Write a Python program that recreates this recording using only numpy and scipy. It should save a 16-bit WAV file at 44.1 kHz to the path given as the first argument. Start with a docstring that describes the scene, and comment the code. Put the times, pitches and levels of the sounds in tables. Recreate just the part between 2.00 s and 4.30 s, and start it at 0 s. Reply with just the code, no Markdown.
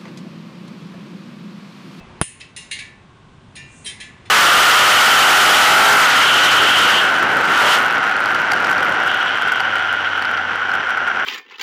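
"""Spoke key on a motorcycle wheel

A steel key works on the spokes of a wheel on a truing stand, in a quiet workshop. It lets go once with
a hard snap, then clinks on nipples, spokes and rim; every contact excites the damped modes of the whole
wheel. The key slides briefly before it is seated again. A low background rumble runs throughout."""
import sys
import numpy as np
from scipy.fft import rfft, irfft, next_fast_len
from scipy.io import wavfile
from scipy.ndimage import map_coordinates

SR = 44100
rng = np.random.default_rng(int(sys.argv[2]) if len(sys.argv) > 2 else 0)


def to_wav(sig):
    """Store sig (one row per channel, or 1-D mono) as 16-bit WAV at the path in sys.argv[1].

    Samples outside -1..1 are clipped; the rate is SR.
    """
    pcm = np.clip(np.atleast_2d(sig), -1, 1) * 32767
    pcm = np.round(pcm).astype(np.int16)
    wavfile.write(sys.argv[1], SR, pcm.T)  # frames by channels


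N = 101429


def amp(db):
    """Amplitude ratio of a level in decibels."""
    return 10 ** (np.asarray(db) / 20)


def unit_rms(x, size=None):
    """Normalisation to rms 1 over the first size samples (all by default)."""
    return x / np.sqrt(np.mean(x[:size] ** 2) + 1e-20)


def along(points, hz):
    """Interpolation of (f, value) points on a logarithmic frequency axis."""
    f, value = np.transpose(points)
    return np.interp(np.log(hz + 1), np.log(f + 1), value)


def filtered(x, response):
    """Linear filtering: the spectrum of x times a frequency response."""
    size = next_fast_len(len(x) + 8192)
    return irfft(rfft(x, size) * response(np.fft.rfftfreq(size, 1 / SR)), size)[:len(x)]


def noise(spectrum, envelope):
    """Spectrally shaped Gaussian noise, amplitude-modulated by a level curve."""
    times, db = np.transpose(envelope)
    coloured = filtered(rng.standard_normal(N), lambda hz: amp(along(spectrum, hz)))
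    return unit_rms(coloured) * amp(np.interp(np.arange(N) / SR, times, db))


def decay(t, t60):
    """Exponential decay by 60 dB in t60 seconds."""
    return np.exp(-np.log(1000) * t / t60)


def attack(t, rise_s):
    """First-order rise with time constant rise_s."""
    return 1 - np.exp(-t / rise_s)


def ring(modes, t):
    """Free vibration: a sum of damped sinusoids in random phase."""
    hz, db, t60 = np.transpose(modes)[:, :, None]
    phase = 2 * np.pi * (hz * t + rng.random(hz.shape))
    return np.sum(amp(db) * decay(t, t60) * np.sin(phase), axis=0)


def add(out, start_s, x):
    """Superposition of x on out from start_s onward."""
    start = round(start_s * SR)
    out[start:start + len(x)] += x[:len(out) - start]


# Spectra of the room noise and the rumble: f/Hz, relative level/dB
ROOM_SPECTRUM = [(15, -46.5), (25, -13), (123, -2), (269, -8), (321, -12.5), (364, -10), (435, -15),
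                 (574, -17.5), (797, -16), (1110, -14.5), (1290, -19), (1580, -16), (1700, -22.5),
                 (3450, -23.5), (4680, -33), (8800, -40), (10500, -50.5), (13600, -82), (22000, -120)]
RUMBLE_SPECTRUM = [(25, -9.5), (60, -9), (125, 2), (220, -6), (400, -17.5), (1000, -43.5)]
# Their envelopes: t/s, level/dB
ROOM_ENVELOPE = [(0, -63), (.45, -47), (1.1, -47.5), (1.55, -47.5), (1.95, -46.5), (2.3, -45.5)]
RUMBLE_ENVELOPE = [(0.3, -61), (1.1, -59), (1.55, -48), (2.0, -53.5), (2.3, -54)]
# Centre of a narrow noise band: f/Hz, level/dB
DRONE = [(1075, -64)]


def background(half_width_hz=14):
    """Broadband room noise, a swelling rumble, and narrow-band noise heard as a faint wavering tone."""
    out = noise(ROOM_SPECTRUM, ROOM_ENVELOPE) + noise(RUMBLE_SPECTRUM, RUMBLE_ENVELOPE)
    for hz, db in DRONE:
        band = filtered(rng.standard_normal(N), lambda f: 1 / (1 + ((f - hz) / half_width_hz) ** 2))
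        out += amp(db) * unit_rms(band)
    return out


# Spectrum of the handling noise: f/Hz, relative level/dB
HANDLING_SPECTRUM = [(15, -31.5), (25, -6.5), (249, -8), (305, -22), (346, -8), (469, -18.5), (1000, -15.5),
                     (1360, -22), (2680, -23.5), (10500, -50), (13600, -79.5), (22000, -120)]
# Its envelope: t/s, level/dB
HANDLING_ENVELOPE = [(0, -42), (.1, -42), (.2, -42.5), (.26, -61.5), (.4, -68)]


def handling():
    """Friction of hands shifting on the wheel gives mostly low-frequency noise."""
    return noise(HANDLING_SPECTRUM, HANDLING_ENVELOPE)


# Partials of the spoke under the key: t/s, f/Hz, relative level/dB, T60/s
SPOKE_PARTIALS = [ (0.0, 2610, -48.5, 0.3), (0.214, 1780, -49, 0.46), (0.214, 2848, -40, 0.26),
                  (0.214, 3090, -42, 0.3), (0.214, 4230, -51, 0.33), (0.214, 5230, -45, 0.25),
                  (0.214, 5450, -54, 0.23), (0.214, 6900, -48, 0.47), (0.214, 7243, -48, .42),
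                  (0.214, 8075, -43, .34), (0.214, 8222, -42, .32), (0.214, 8490, -41, .3),
                  (0.214, 8730, -42, .32), (0.214, 9447, -36, .28), (0.214, 10209, -40, .28),
                  (0.407, 2573, -48.5, 0.28), (0.407, 2640, -47, 0.64), (0.563, 1954, -44, 0.33),
                  (0.563, 2810, -35.5, .28), (0.563, 5240, -43.5, .25), (0.563, 6160, -50.5, 0.39),
                  (0.563, 8322, -52, 0.17), (0.563, 8870, -36.5, 0.11), (0.712, 2114, -34, .3),
                  (0.712, 2239, -35, .4), (0.712, 2820, -29, .18), (0.712, 3195, -34, .25),
                  (0.712, 3875, -32, .14), (0.712, 4228, -36, .22), (0.712, 4425, -40, .27),
                  (0.712, 4780, -43, 0.4), (0.712, 6850, -44.5, .4), (0.712, 9305, -35, 0.17),
                  (0.790, 1767, -43, .5), (0.790, 2243, -39, .45), (0.790, 2303, -41, .4),
                  (0.790, 2347, -40, .45), (0.790, 2586, -41, .45), (1.555, 6693, -45.5, 0.39),
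                  (1.555, 9100, -44.5, 0.2), (1.564, 1784, -41, 0.52), (1.564, 2325, -50, 0.7),
                  (1.564, 2398, -42.5, 0.84), (1.564, 2520, -52.5, 0.85), (1.564, 2673, -48.5, .8),
                  (1.564, 2753, -46, 1), (1.564, 2830, -45.5, 0.6), (1.564, 3574, -40.5, 0.13),
                  (1.564, 3881, -43, 0.18), (1.564, 5590, -47.5, 0.21), (1.858, 1712, -44.5, 0.67),
                  (1.858, 2005, -42, 0.52), (1.858, 3158, -21.5, 0.17), (1.858, 3530, -36.5, 0.45),
                  (1.858, 3780, -33, .18), (1.858, 3920, -38, 0.33), (1.858, 5030, -41, 0.27),
                  (1.858, 5630, -39, .28), (1.858, 7420, -44, 0.21), (1.858, 8120, -35.5, .2),
                  (1.858, 8260, -34.5, 0.22), (2.003, 1733, -40.5, 0.55), (2.003, 1967, -43, 0.42),
                  (2.003, 2360, -40.5, .35), (2.003, 3165, -29, .1), (2.003, 3385, -37.5, .2),
                  (2.254, 3480, -52, .4), (2.254, 4260, -50, 0.11)]


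def spokes(rise_s=.004, gain_db=2.0, waver_depth=.27, waver_hz=40):
    """The touched spoke vibrates freely; its partials waver at random in amplitude and phase."""
    out, t = np.zeros(N), np.arange(int(.7 * SR)) / SR
    for start_s, hz, db, t60 in SPOKE_PARTIALS:
        swell, drift = [waver_depth * map_coordinates(knots, [t * waver_hz], mode="mirror")
                        for knots in rng.standard_normal((2, 128))]
        envelope = amp(db + gain_db) * attack(t, rise_s) * decay(t, t60) * (1 + swell)
        add(out, start_s, envelope * np.sin(2 * np.pi * (hz * t + rng.random()) + drift))
    return out


# Edges of the six bands of the clinks: f/Hz
BAND_EDGES = [1600, 2500, 3350, 4500, 5750, 7900, 15600]
# Spectrum of the clinks; the part above 11 kHz is a faint digital fizz on each: f/Hz, relative level/dB
CLINK_SPECTRUM = [(1600, 1.5), (1900, 7.5), (2700, 1), (3020, -3.5), (3300, -4), (3900, 5), (4600, -4.5),
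                  (5200, -0.5), (5850, -11.5), (6800, -7), (7750, -14), (8300, -4.5), (9400, 1),
                  (10200, -5), (11500, -8), (14000, -3)]
# Contacts of the key: t/s, six relative band levels/dB (low to high), rise time/s, factor on T60
CONTACTS = [ (0.2141, -43.5, -41, -47, -52, -45, -27.5, 0.00017, 1.39),
            (0.399, -62.5, -45, -53, -63, -53, -52.5, .003, 0.31),
            (0.4070, -44.5, -42, -45.5, -48.5, -53.5, -55, .0012, 0.42),
            (0.5630, -43, -41, -40.5, -47, -41.5, -36.5, 0.00095, 1.03),
            (0.7114, -33.5, -35.5, -31, -44, -37.5, -33, 0.0016, 0.71),
            (0.7880, -35.5, -36.5, -38.5, -47, -45.5, -43, 0.0013, 0.62),
            (1.5537, -53, -47.5, -46.5, -53, -55, -45, 0.0015, 0.39),
            (1.563, -43.5, -47.5, -47, -50, -51.5, -59, 0.0018, 1.02),
            (1.845, -51, -43, -41, -57, -54.5, -36.5, 0.0039, 0.5),
            (1.8570, -35, -36.5, -38.5, -41, -38.5, -30, 0.009, 0.81),
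            (2.0000, -37.5, -39, -41, -48, -43.5, -42.5, 0.0031, 0.75),
            (2.2540, -49, -52, -55, -60, -60, -62, 0.0033, 0.35)]
# Strong modes of rim and lacing: f/Hz
WHEEL_MODES = [1712, 1770, 1954, 2010, 2116, 2159, 2239, 2348, 2589, 2643, 2735, 2820, 3192, 3391, 3542,
               3704, 3876, 4086, 4226, 4398, 4759, 5001, 5270, 5523, 6234, 6492, 6767, 7095, 7245, 7450,
               8080, 8200, 8336, 8460, 9082, 9308, 9345, 9480, 9730, 10042, 10200]
# Decay time of the wheel's modes: f/Hz, T60/s
WHEEL_DECAY = [(1700, 1), (2500, 0.68), (4000, 0.49), (7000, 0.45), (10000, 0.26)]


def clinks(strong_db=-7, weak_db=-6.5, scatter_db=3.5, gain_db=-1,
           clatter_db=-.5, clatter_t60=.06, room_db=-3, room_t60=.355):
    """Impacts excite the wheel's modes and a reverberant clatter; the hand damps some rings sooner."""
    out, t = np.zeros(N), np.arange(int(.55 * SR)) / SR
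    weak_hz = np.linspace(BAND_EDGES[0], 10800, 170) + rng.normal(0, 18, 170)
    families = [(np.array(WHEEL_MODES), strong_db), (weak_hz, weak_db)]
    phasors = [np.exp(2j * np.pi * hz[:, None] * t).astype(np.complex64) for hz, _ in families]
    f = np.fft.rfftfreq(len(t), 1 / SR)
    clatter_envelope = decay(t, clatter_t60) + amp(room_db) * decay(t, room_t60)
    for band, (low, high) in enumerate(zip(BAND_EDGES, BAND_EDGES[1:])):
        band_pass = 1 / np.sqrt((1 + (low / (f + 1)) ** 40) * (1 + (f / high) ** 40))
        colour = amp(along(CLINK_SPECTRUM, f)) * band_pass
        t60 = along(WHEEL_DECAY, np.sqrt(low * high))
        for start_s, *levels, rise_s, t60_factor in CONTACTS:
            hiss = irfft(rfft(rng.standard_normal(len(t))) * colour, len(t))
            clink = amp(clatter_db) * unit_rms(hiss * clatter_envelope, size=900)
            for (hz, family_db), phasor in zip(families, phasors):
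                # Each contact gives each mode a new strength and phase.
                strength = amp(along(CLINK_SPECTRUM, hz) + scatter_db * rng.standard_normal(len(hz)))
                weight = (strength * np.exp(2j * np.pi * rng.random(len(hz)))).astype(np.complex64)
                in_band = (hz >= low) & (hz < high)
                modes = (weight[in_band] @ phasor[in_band]).real
                clink += amp(family_db) * unit_rms(modes * decay(t, t60 * t60_factor), size=1800)
            add(out, start_s, amp(levels[band] + gain_db) * clink * attack(t, rise_s))
    return out


SNAP_S = .2143
# Spectrum of the release pulse: f/Hz, relative level/dB
SNAP_SPECTRUM = [(30, -4), (90, 5.5), (250, 0), (500, -6), (1200, -4), (2000, -7), (2900, -16),
                 (3700, -22.5), (5000, -15), (6000, -42.5), (8000, -28.5), (11000, -7)]
# Early reflections: delay t/s, relative level/dB
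SNAP_ECHOES = [(.0028, -16), (.0062, -17.5)]
# Damped modes of the key itself: f/Hz, level/dB, T60/s
KEY_MODES = [(9340, -5, 0.01), (9970, -27.5, 0.062), (10170, -8, 0.014)]


def snap(gain_db=27.5, all_pass_hz=1112, key_rise_s=.00031):
    """Sudden release radiates a dispersed pulse with two reflections and rings the key's own modes."""
    out, size = np.zeros(N), 4096
    hz, t = np.fft.rfftfreq(size, 1 / SR), np.arange(size) / SR
    cepstrum = irfft(np.log(amp(along(SNAP_SPECTRUM, hz))))
    minimum_phase = np.exp(rfft(np.r_[cepstrum[0], 2 * cepstrum[1:size // 2]], size))
    pole = all_pass_hz ** 2 - hz ** 2 + 1.3j * hz * all_pass_hz
    all_pass = pole.conj() / pole  # the bass lags the treble
    echoes = 1 + sum(amp(db) * np.exp(-2j * np.pi * hz * delay) for delay, db in SNAP_ECHOES)
    pulse = irfft(minimum_phase * all_pass * echoes)[:size // 2]
    add(out, SNAP_S, amp(gain_db) * pulse)
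    add(out, SNAP_S, ring(KEY_MODES, t) * attack(t, key_rise_s))
    return out


# Spectrum of the scattered snap: f/Hz, relative level/dB
TAIL_SPECTRUM = [(30, -1.5), (250, -2), (600, -17), (1500, -14), (3000, -6), (6000, -32.5)]


def snap_tail(level_db=-20.5, t60=.055):
    """Diffuse scattering from floor and wall leaves a short dull tail from the first reflection on."""
    out, t = np.zeros(N), np.arange(SR // 4) / SR
    tail = unit_rms(filtered(rng.standard_normal(len(t)), lambda hz: amp(along(TAIL_SPECTRUM, hz))))
    add(out, SNAP_S + SNAP_ECHOES[0][0], amp(level_db) * tail * decay(t, t60))
    return out


# Knocks of the wheel on its stand: t/s, level/dB
KNOCKS = [(0.566, -42), (1.852, -40.5)]
# Modes of the stand: f/Hz, relative level/dB, T60/s
STAND_MODES = [(420.5, -1.5, 0.19), (431, -4, .12)]


def knocks(rise_s=.0033):
    """Mechanical coupling carries firm contacts into two low modes of the stand."""
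    out, t = np.zeros(N), np.arange(SR // 2) / SR
    for start_s, db in KNOCKS:
        add(out, start_s, amp(db) * ring(STAND_MODES, t) * attack(t, rise_s))
    return out


# Spectrum of the sliding key: f/Hz, relative level/dB
SLIDE_SPECTRUM = [(2000, -22), (5300, -10), (6500, 3.5), (9000, 3), (10500, -16)]
# Its envelope: t/s, level/dB
SLIDE_ENVELOPE = [(1.66, -68), (1.72, -55), (1.77, -50), (1.82, -53.5), (1.86, -53)]


def slide():
    """Sliding friction of steel on steel gives a thin hiss."""
    t = np.arange(N) / SR
    sliding = (t > SLIDE_ENVELOPE[0][0]) & (t < SLIDE_ENVELOPE[-1][0])
    return noise(SLIDE_SPECTRUM, SLIDE_ENVELOPE) * sliding


def scene():
    """Linear superposition of workshop, wheel and key in one channel."""
    return (background() + handling() + spokes() + clinks() + snap() + snap_tail() + knocks() + slide())[None]


# Low-pass response: f/Hz, gain/dB
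LOW_PASS = [(10300, -0.5), (10664, -8.5), (11000, -30), (11700, -53.5), (13000, -40.5), (15200, -36.5),
            (16200, -77), (17000, -100)]


def record(dry):
    """Hard clipping near full scale, then band limiting: little passes above 10.7 kHz."""
    clip_level, limit_hz = .9, 16000
    clipped = np.clip(dry[0], -clip_level, clip_level)
    return filtered(clipped, lambda hz: amp(along(LOW_PASS, hz)) * (hz < limit_hz))[None]


dry = scene()
out = record(dry)
to_wav(out)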